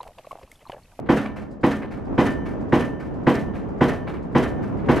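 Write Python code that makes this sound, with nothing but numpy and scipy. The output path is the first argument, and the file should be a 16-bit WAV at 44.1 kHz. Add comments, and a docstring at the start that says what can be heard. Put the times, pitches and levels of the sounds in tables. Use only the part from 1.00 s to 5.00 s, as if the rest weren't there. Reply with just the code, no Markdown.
"""An open building site: a hydraulic drop hammer drives a concrete pile, just under two blows a second.
The rig's diesel engine rumbles underneath. Each blow booms in the pile, clangs in the steel housing
and mast, rattles the chains and fittings and sets the drive cap's sleeve ringing. The ram bounces,
the valves hiss as it is lifted again, and the chain clinks near the top."""
import sys
import numpy as np
from scipy import signal
from scipy.fft import rfft, irfft
from scipy.io import wavfile

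SR = 44100
rng = np.random.default_rng(int(sys.argv[2]) if len(sys.argv) > 2 else 0)


def transcribe(u):
    """Save the signal u as a 16-bit wav file named by the first command-line argument.

    u: samples, shape (n,) or (channels, n), limited to [-1, 1]; the rate is SR.
    q: integer samples, one column per channel.
    """
    v = np.clip(np.atleast_2d(u).T, -1, 1)
    q = np.round(v * 32767).astype(np.int16)
    wavfile.write(sys.argv[1], SR, q)


N = 176400
TIME_S = np.arange(N) / SR
AGE_S = TIME_S[:SR]   # each strike rings out within 1 s
BIN_HZ = np.arange(N // 2 + 1) * SR / N


def from_db(db):
    """Decibels to gain."""
    return 10 ** (np.asarray(db) / 20)


def at_hz(points, hz):
    """Read a table on a log-frequency axis."""
    point_hz, value = np.transpose(points)
    return np.interp(np.log(np.maximum(hz, 1)), np.log(point_hz), value)


def drift(rate_hz):
    """Low-passed random motion, standard deviation 1."""
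    slow = irfft(rfft(rng.standard_normal(N)) / (1 + (BIN_HZ / rate_hz) ** 2), N)
    return (slow - slow.mean()) / slow.std()


def envelope(rise_s, t60_s):
    """Quick swell, exponential decay."""
    return (1 - np.exp(-(AGE_S / rise_s) ** 2)) * from_db(-60 * AGE_S / t60_s)


def add(out, start_s, sound):
    """Mix a sound in at a given time."""
    start = int(np.clip(start_s * SR, 0, out.shape[-1]))
    part = sound[..., :out.shape[-1] - start]
    out[..., start:start + part.shape[-1]] += part


def stereo(mid, side, correlation):
    """Left and right with a given correlation."""
    correlation = np.clip(correlation, 0, .999)
    side = side * np.sqrt((1 - correlation) / (1 + correlation))
    return np.array([mid + side, mid - side])


def noise(spectrum, correlation, ripple_db=0, ripple_spacing_hz=24.73):
    """Steady stereo noise; ripple adds the close resonances of steel fittings."""
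    mid, side = rfft(rng.standard_normal((2, N)))
    ripple = np.interp(BIN_HZ / ripple_spacing_hz, np.arange(4096), rng.standard_normal(4096))
    gain = from_db(at_hz(spectrum, BIN_HZ) + ripple_db * ripple)
    return irfft(stereo(mid, side, at_hz(correlation, BIN_HZ)) * gain, N) * np.sqrt(SR / 2)


# Each row: frequency in Hz, rumble density in dB per Hz.
ENGINE_SPECTRUM = [(20, -91), (35, -59.5), (55, -59.5), (110, -57.5), (260, -56.5), (420, -62.5),
                   (700, -69), (1000, -75), (1500, -83.5), (2100, -91.5), (3000, -101), (4200, -113),
                   (6300, -115), (8500, -127), (13000, -134)]
# Each row: frequency in Hz, left-right correlation.
ENGINE_CORRELATION = [(40, 0.2), (100, 0.083), (250, 0.19), (900, 0.26), (3000, 0.25), (8000, .15)]
# Each row: multiple of the firing rate, level in dB.
ENGINE_HARMONICS = [(1, -46), (2, -52), (3, -44.5), (4, -42.5), (6, -51.5)]
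# Each row: time in seconds, gain in dB.
ENGINE_GAIN = [(0, -4), (.3, -4.5), (.56, -8), (.8, -5.5), (1.15, 1.5), (2, -0.5), (2.7, 1.5), (3.2, 0),
               (3.6, 2.5), (4, 5)]


def engine(firing_hz=67.83, throb_depth=0.19, speed_wobble=0.01196, flutter_db=1):
    """Diesel rumble throbs at the firing rate, over a faint hum of low orders."""
    phase = 2 * np.pi * np.cumsum(firing_hz * (1 + speed_wobble * drift(4.8))) / SR
    rumble = noise(ENGINE_SPECTRUM, ENGINE_CORRELATION) * (1 + throb_depth * np.cos(phase))
    rumble *= from_db(flutter_db * drift(9))
    hum = sum(from_db(db) * np.sin(order * phase + rng.uniform(0, 2 * np.pi))
              for order, db in ENGINE_HARMONICS)
    return (rumble + hum) * from_db(np.interp(TIME_S, *np.transpose(ENGINE_GAIN)))


STEEL_RIPPLE_DB, CHATTER_GRAIN_DB = 3.5, 2.5
# All hammer noises. Each row: frequency in Hz, left-right correlation.
HAMMER_CORRELATION = [(60, 0.95), (300, 1), (1200, 0.99), (2500, 0.76), (4500, 0.98), (8000, 0.41),
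                      (13000, .1)]
# Each row: start in seconds, level in dB.
CLACK_EVENTS = [(0.056, -10), (0.25, 0.5), (0.816, -0.5), (2.533, -7.5), (3.067, 1), (3.133, -5.5),
                (3.785, -11), (3.841, -9.5)]
# Each row: frequency in Hz, density in dB per Hz.
CLACK_SPECTRUM = [(60, -86), (300, -66), (900, -62.5), (1700, -70), (2600, -77), (4300, -90.5),
                  (6000, -105.5), (13000, -112)]


def clacks():
    """Stray knocks of the chain or the guide."""
    level = np.zeros(N)
    for start_s, db in CLACK_EVENTS:
        add(level, start_s, from_db(db) * envelope(rise_s=0.0053, t60_s=.25))
    grain = from_db(CHATTER_GRAIN_DB * drift(150))
    return level * grain * noise(CLACK_SPECTRUM, HAMMER_CORRELATION, STEEL_RIPPLE_DB)


def struck(modes, lag_at_100hz_s, stereo_spread_rad=0.07):
    """Modes ring with alternating signs; low bending waves arrive last."""
    out = np.zeros((2, len(AGE_S)))
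    for k, (hz, db, t60_s, rise_s) in enumerate(modes):
        sign = (-1) ** k
        arrival_s = lag_at_100hz_s * np.sqrt(100 / hz)
        phase = 2 * np.pi * hz * AGE_S + sign * stereo_spread_rad * np.array([[1], [-1]])
        add(out, arrival_s, sign * from_db(db) * envelope(rise_s, t60_s) * np.sin(phase))
    return out


# Each row: start in seconds, then gains in dB for pile, clang, housing, follow-up events, sleeve.
HAMMER_BLOWS = [(.086, 0, 1, -0.5, 4.5, -2.5), (.630, -0.5, 0, -3, 2.5, -3), (1.176, 0, 1.5, 0, 5, 4),
                (1.720, 0.5, 1, -0.5, 2, 1.5), (2.264, .5, 1.5, 2.5, 2, -1.5), (2.805, 0.5, 1, 1, 3.5, -2),
                (3.347, 0, 1, 0.5, 2.5, -1), (3.883, -1, 1.5, -5, 4.5, -3)]
# Each row: frequency in Hz, mid-scene level in dB, T60 and rise in seconds, trend in dB per second.
PILE_RESONANCES = [(57, -30.5, 0.18, 0.0027, -3), (88, -21.5, 0.21, .003, .5),
                   (141.9, -14.5, .24, 0.0045, 1.5), (177.7, -19, 0.25, 0.0038, 0.1),
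                   (213.6, -20, 0.66, 0.042, -2.5), (243.9, -14.5, 0.36, 0.007, 0.5),
                   (281.1, -14.5, 0.4, 0.03, -2), (334.6, -13, 0.18, 0.0045, -.7),
                   (372, -17, .22, 0.015, 0.5), (415.3, -30.5, 0.33, 0.0035, 3.5),
                   (485, -18.5, 0.17, 0.011, 2), (547.5, -30.5, 0.43, 0.027, -2),
                   (596, -26.5, 0.13, 0.0045, 4), (655, -23.5, 0.35, 0.046, 4.5)]


def pile():
    """Pile and helmet boom at each blow; the mode levels shift as the pile sinks."""
    out = np.zeros((2, N))
    for start_s, boom_db, *_ in HAMMER_BLOWS:
        from_middle_s = start_s - TIME_S.mean()
        modes = [(hz, db + boom_db + db_per_s * from_middle_s, t60_s, rise_s)
                 for hz, db, t60_s, rise_s, db_per_s in PILE_RESONANCES]
        add(out, start_s, struck(modes, lag_at_100hz_s=0.0049))
    return out


# Each row: frequency in Hz, level in dB, T60 in seconds.
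HOUSING_RESONANCES = [(718, -27.5, 0.22), (751, -23.5, 0.23), (818, -29, 0.17), (940, -42, .18),
                      (1007.6, -20.5, .22), (1068, -32, 0.19), (1306, -42, 0.11), (1470, -52, 0.21),
                      (1765, -42, 0.34), (1970, -25, 0.11), (2059, -29, 0.17), (2685, -40, .18),
                      (3150, -38, 0.23)]


def housing(rise_s=0.013):
    """The steel housing clanks with each blow."""
    out = np.zeros((2, N))
    ring = struck([(*mode, rise_s) for mode in HOUSING_RESONANCES], lag_at_100hz_s=0.00596)
    for start_s, _, _, housing_db, _, _ in HAMMER_BLOWS:
        add(out, start_s, from_db(housing_db) * ring)
    return out


# Each row: frequency in Hz, density in dB per Hz.
CLANG_SPECTRUM = [(50, -47), (120, -47.5), (300, -41.5), (600, -43.5), (1000, -48.5), (1400, -54),
                  (2000, -55), (2400, -65.5), (3100, -61), (3700, -74.5), (5000, -76.5), (8000, -87),
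                  (13000, -91)]
# Each row: frequency in Hz, rise in seconds.
CLANG_RISE_S = [(60, 0.003), (600, 0.0091), (2000, 0.0031), (4500, 0.018), (10000, 0.026)]
# Each row: frequency in Hz, T60 in seconds.
CLANG_T60_S = [(60, 0.28), (300, 0.48), (900, 0.35), (2000, 0.36), (4000, 0.32), (12000, 0.44)]
# Each row: frequency in Hz, share of power common to all blows.
CLANG_COMMON_SHARE = [(100, 1), (400, 0.78), (1100, 0.98), (2200, 0.23), (4500, 0.027)]


def clang(echo_db=-30):
    """Dense modes of hammer and mast decay band by band and echo around the site."""
    edges_hz = np.geomspace(40, 16000, 27)
    # Axes: common noise then one per blow, even/odd band, mid/side, time.
    white = rng.standard_normal((len(HAMMER_BLOWS) + 1, 2, 2, len(AGE_S)))
    echo = from_db(echo_db) * envelope(rise_s=0.055, t60_s=0.37)
    hits, out = 0, np.zeros((2, N))
    for k, (low_hz, high_hz) in enumerate(zip(edges_hz, edges_hz[1:])):
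        hz = np.sqrt(low_hz * high_hz)
        bandpass = signal.butter(2, [low_hz, high_hz], "band", fs=SR, output="sos")
        shape = np.hypot(envelope(at_hz(CLANG_RISE_S, hz), at_hz(CLANG_T60_S, hz)), echo)
        band = signal.sosfilt(bandpass, white[:, k % 2])[..., ::-1] * shape
        target_energy = (high_hz - low_hz) * np.sum(shape ** 2)
        band *= np.sqrt(target_energy / np.sum(band ** 2, axis=-1, keepdims=True))
        common = at_hz(CLANG_COMMON_SHARE, hz)
        band = np.sqrt(common) * band[0] + np.sqrt(1 - common) * band[1:]
        pair = stereo(band[:, 0], band[:, 1], at_hz(HAMMER_CORRELATION, hz))
        hits = hits + from_db(at_hz(CLANG_SPECTRUM, hz)) * pair
    for k, (start_s, _, clang_db, *_) in enumerate(HAMMER_BLOWS):
        add(out, start_s, from_db(clang_db) * hits[:, k])
    return out


def after_each_blow(events, rise_s, delay_spread=0.0082, level_spread_db=0.54):
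    """Envelope of the follow-up events of every blow, jittered in time and level."""
    power = np.zeros(N)
    for start_s, _, _, _, follow_up_db, _ in HAMMER_BLOWS:
        for delay_s, db, t60_s in events:
            late, strong = rng.standard_normal(2)
            onset_s = start_s + delay_s * (1 + delay_spread * late)
            gain = from_db(db + follow_up_db + level_spread_db * strong)
            add(power, onset_s, (gain * envelope(rise_s, t60_s)) ** 2)
    return np.sqrt(power)


# Each row: delay after the blow in seconds, level in dB, T60 in seconds.
RATTLE_EVENTS = [(.033, 11.5, 0.021), (.075, 1, 0.1), (.086, 7, 0.05), (.126, -7.5, 0.23),
                 (.148, -27, 0.11)]
# Each row: frequency in Hz, density in dB per Hz.
RATTLE_SPECTRUM = [(1500, -83), (3500, -85.5), (6000, -89.5), (9000, -94), (13000, -102.5)]


def rattles():
    """Shaken chains and fittings chatter in bright, grainy bursts."""
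    level = after_each_blow(RATTLE_EVENTS, rise_s=0.0021)
    grain = from_db(CHATTER_GRAIN_DB * drift(300))
    return level * grain * noise(RATTLE_SPECTRUM, HAMMER_CORRELATION, STEEL_RIPPLE_DB)


# Each row: delay after the blow in seconds, level in dB, T60 in seconds.
BOUNCE_EVENTS = [(.052, -7, 0.12), (.081, 3, 0.3), (.165, -28, .2)]
# Each row: frequency in Hz, density in dB per Hz.
BOUNCE_SPECTRUM = [(30, -87.5), (100, -55.5), (300, -58), (800, -68.5), (1800, -66.5), (3000, -80),
                   (5000, -94), (13000, -108)]


def bounces():
    """The ram settles on the helmet with a few lesser knocks."""
    return after_each_blow(BOUNCE_EVENTS, rise_s=0.0031) * noise(BOUNCE_SPECTRUM, HAMMER_CORRELATION)


# Each row: frequency in Hz, level in dB, T60 in seconds.
SLEEVE_RESONANCES = [(979, -42.5, 1), (1776, -39, 0.23), (1786, -34.5, 0.82), (2870, -62, 0.99),
                     (3042, -50.5, 0.66), (3050, -54.5, 0.5), (6056, -71.5, 1.4)]


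def sleeve(delay_s=.06, rise_s=0.021):
    """The drive cap's sleeve rings on, louder after some blows than others."""
    out = np.zeros((2, N))
    ring = struck([(*mode, rise_s) for mode in SLEEVE_RESONANCES], lag_at_100hz_s=0)
    for start_s, *_, sleeve_db in HAMMER_BLOWS:
        add(out, start_s + delay_s, from_db(sleeve_db) * ring)
    return out


# Each row: delay after the blow in seconds, level in dB, T60 in seconds.
VALVE_EVENTS = [(.273, -3, 0.35), (.325, -9, 0.15)]
# Each row: frequency in Hz, density in dB per Hz.
VALVE_SPECTRUM = [(60, -88), (300, -62), (700, -71), (1500, -71), (2500, -78.5), (3500, -90.5), (5000, -94),
                  (8000, -102), (13000, -108)]


def hydraulics(grain_db=1):
    """Oil spurts through the valves at set points of the lift."""
    level = after_each_blow(VALVE_EVENTS, rise_s=0.01)
    grain = from_db(grain_db * drift(100))
    return level * grain * noise(VALVE_SPECTRUM, HAMMER_CORRELATION, STEEL_RIPPLE_DB)


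# Each row: delay after the blow in seconds, level in dB, T60 in seconds.
CLINK_EVENTS = [(.416, -3, .22), (.512, -4, 0.23)]
# Each row: frequency in Hz, density in dB per Hz.
CLINK_SPECTRUM = [(2000, -115), (3500, -106), (4800, -100), (6000, -107), (7500, -106), (10000, -116),
                  (13000, -122)]


def clinks():
    """The chain clinks near the top of the lift as the ram slows and drops."""
    level = after_each_blow(CLINK_EVENTS, rise_s=.006)
    return level * noise(CLINK_SPECTRUM, HAMMER_CORRELATION, STEEL_RIPPLE_DB)


# Each row: frequency in Hz, left minus right in dB.
STEREO_LEAN_DB = [(60, -2.3), (250, -1), (500, -1.1), (1000, 0.4), (2000, -0.5), (4000, 0), (8000, 1.5)]


def scene():
    """Hammer over engine, each register leaning slightly to one side."""
    blows = pile() + housing() + sleeve() + clang() + bounces()
    mix = blows + rattles() + clacks() + clinks() + hydraulics() + engine()
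    channel_db = at_hz(STEREO_LEAN_DB, BIN_HZ) * np.array([[.5], [-.5]])
    return irfft(rfft(mix) * from_db(channel_db), N)


def record(dry, ceiling=0.98, cutoff_hz=13500):
    """Soft clip, then a steep low-pass."""
    lowpass = signal.ellip(10, .1, 80, cutoff_hz, fs=SR, output="sos")
    return signal.sosfilt(lowpass, ceiling * np.tanh(dry / ceiling))


dry = scene()
out = record(dry)
transcribe(out)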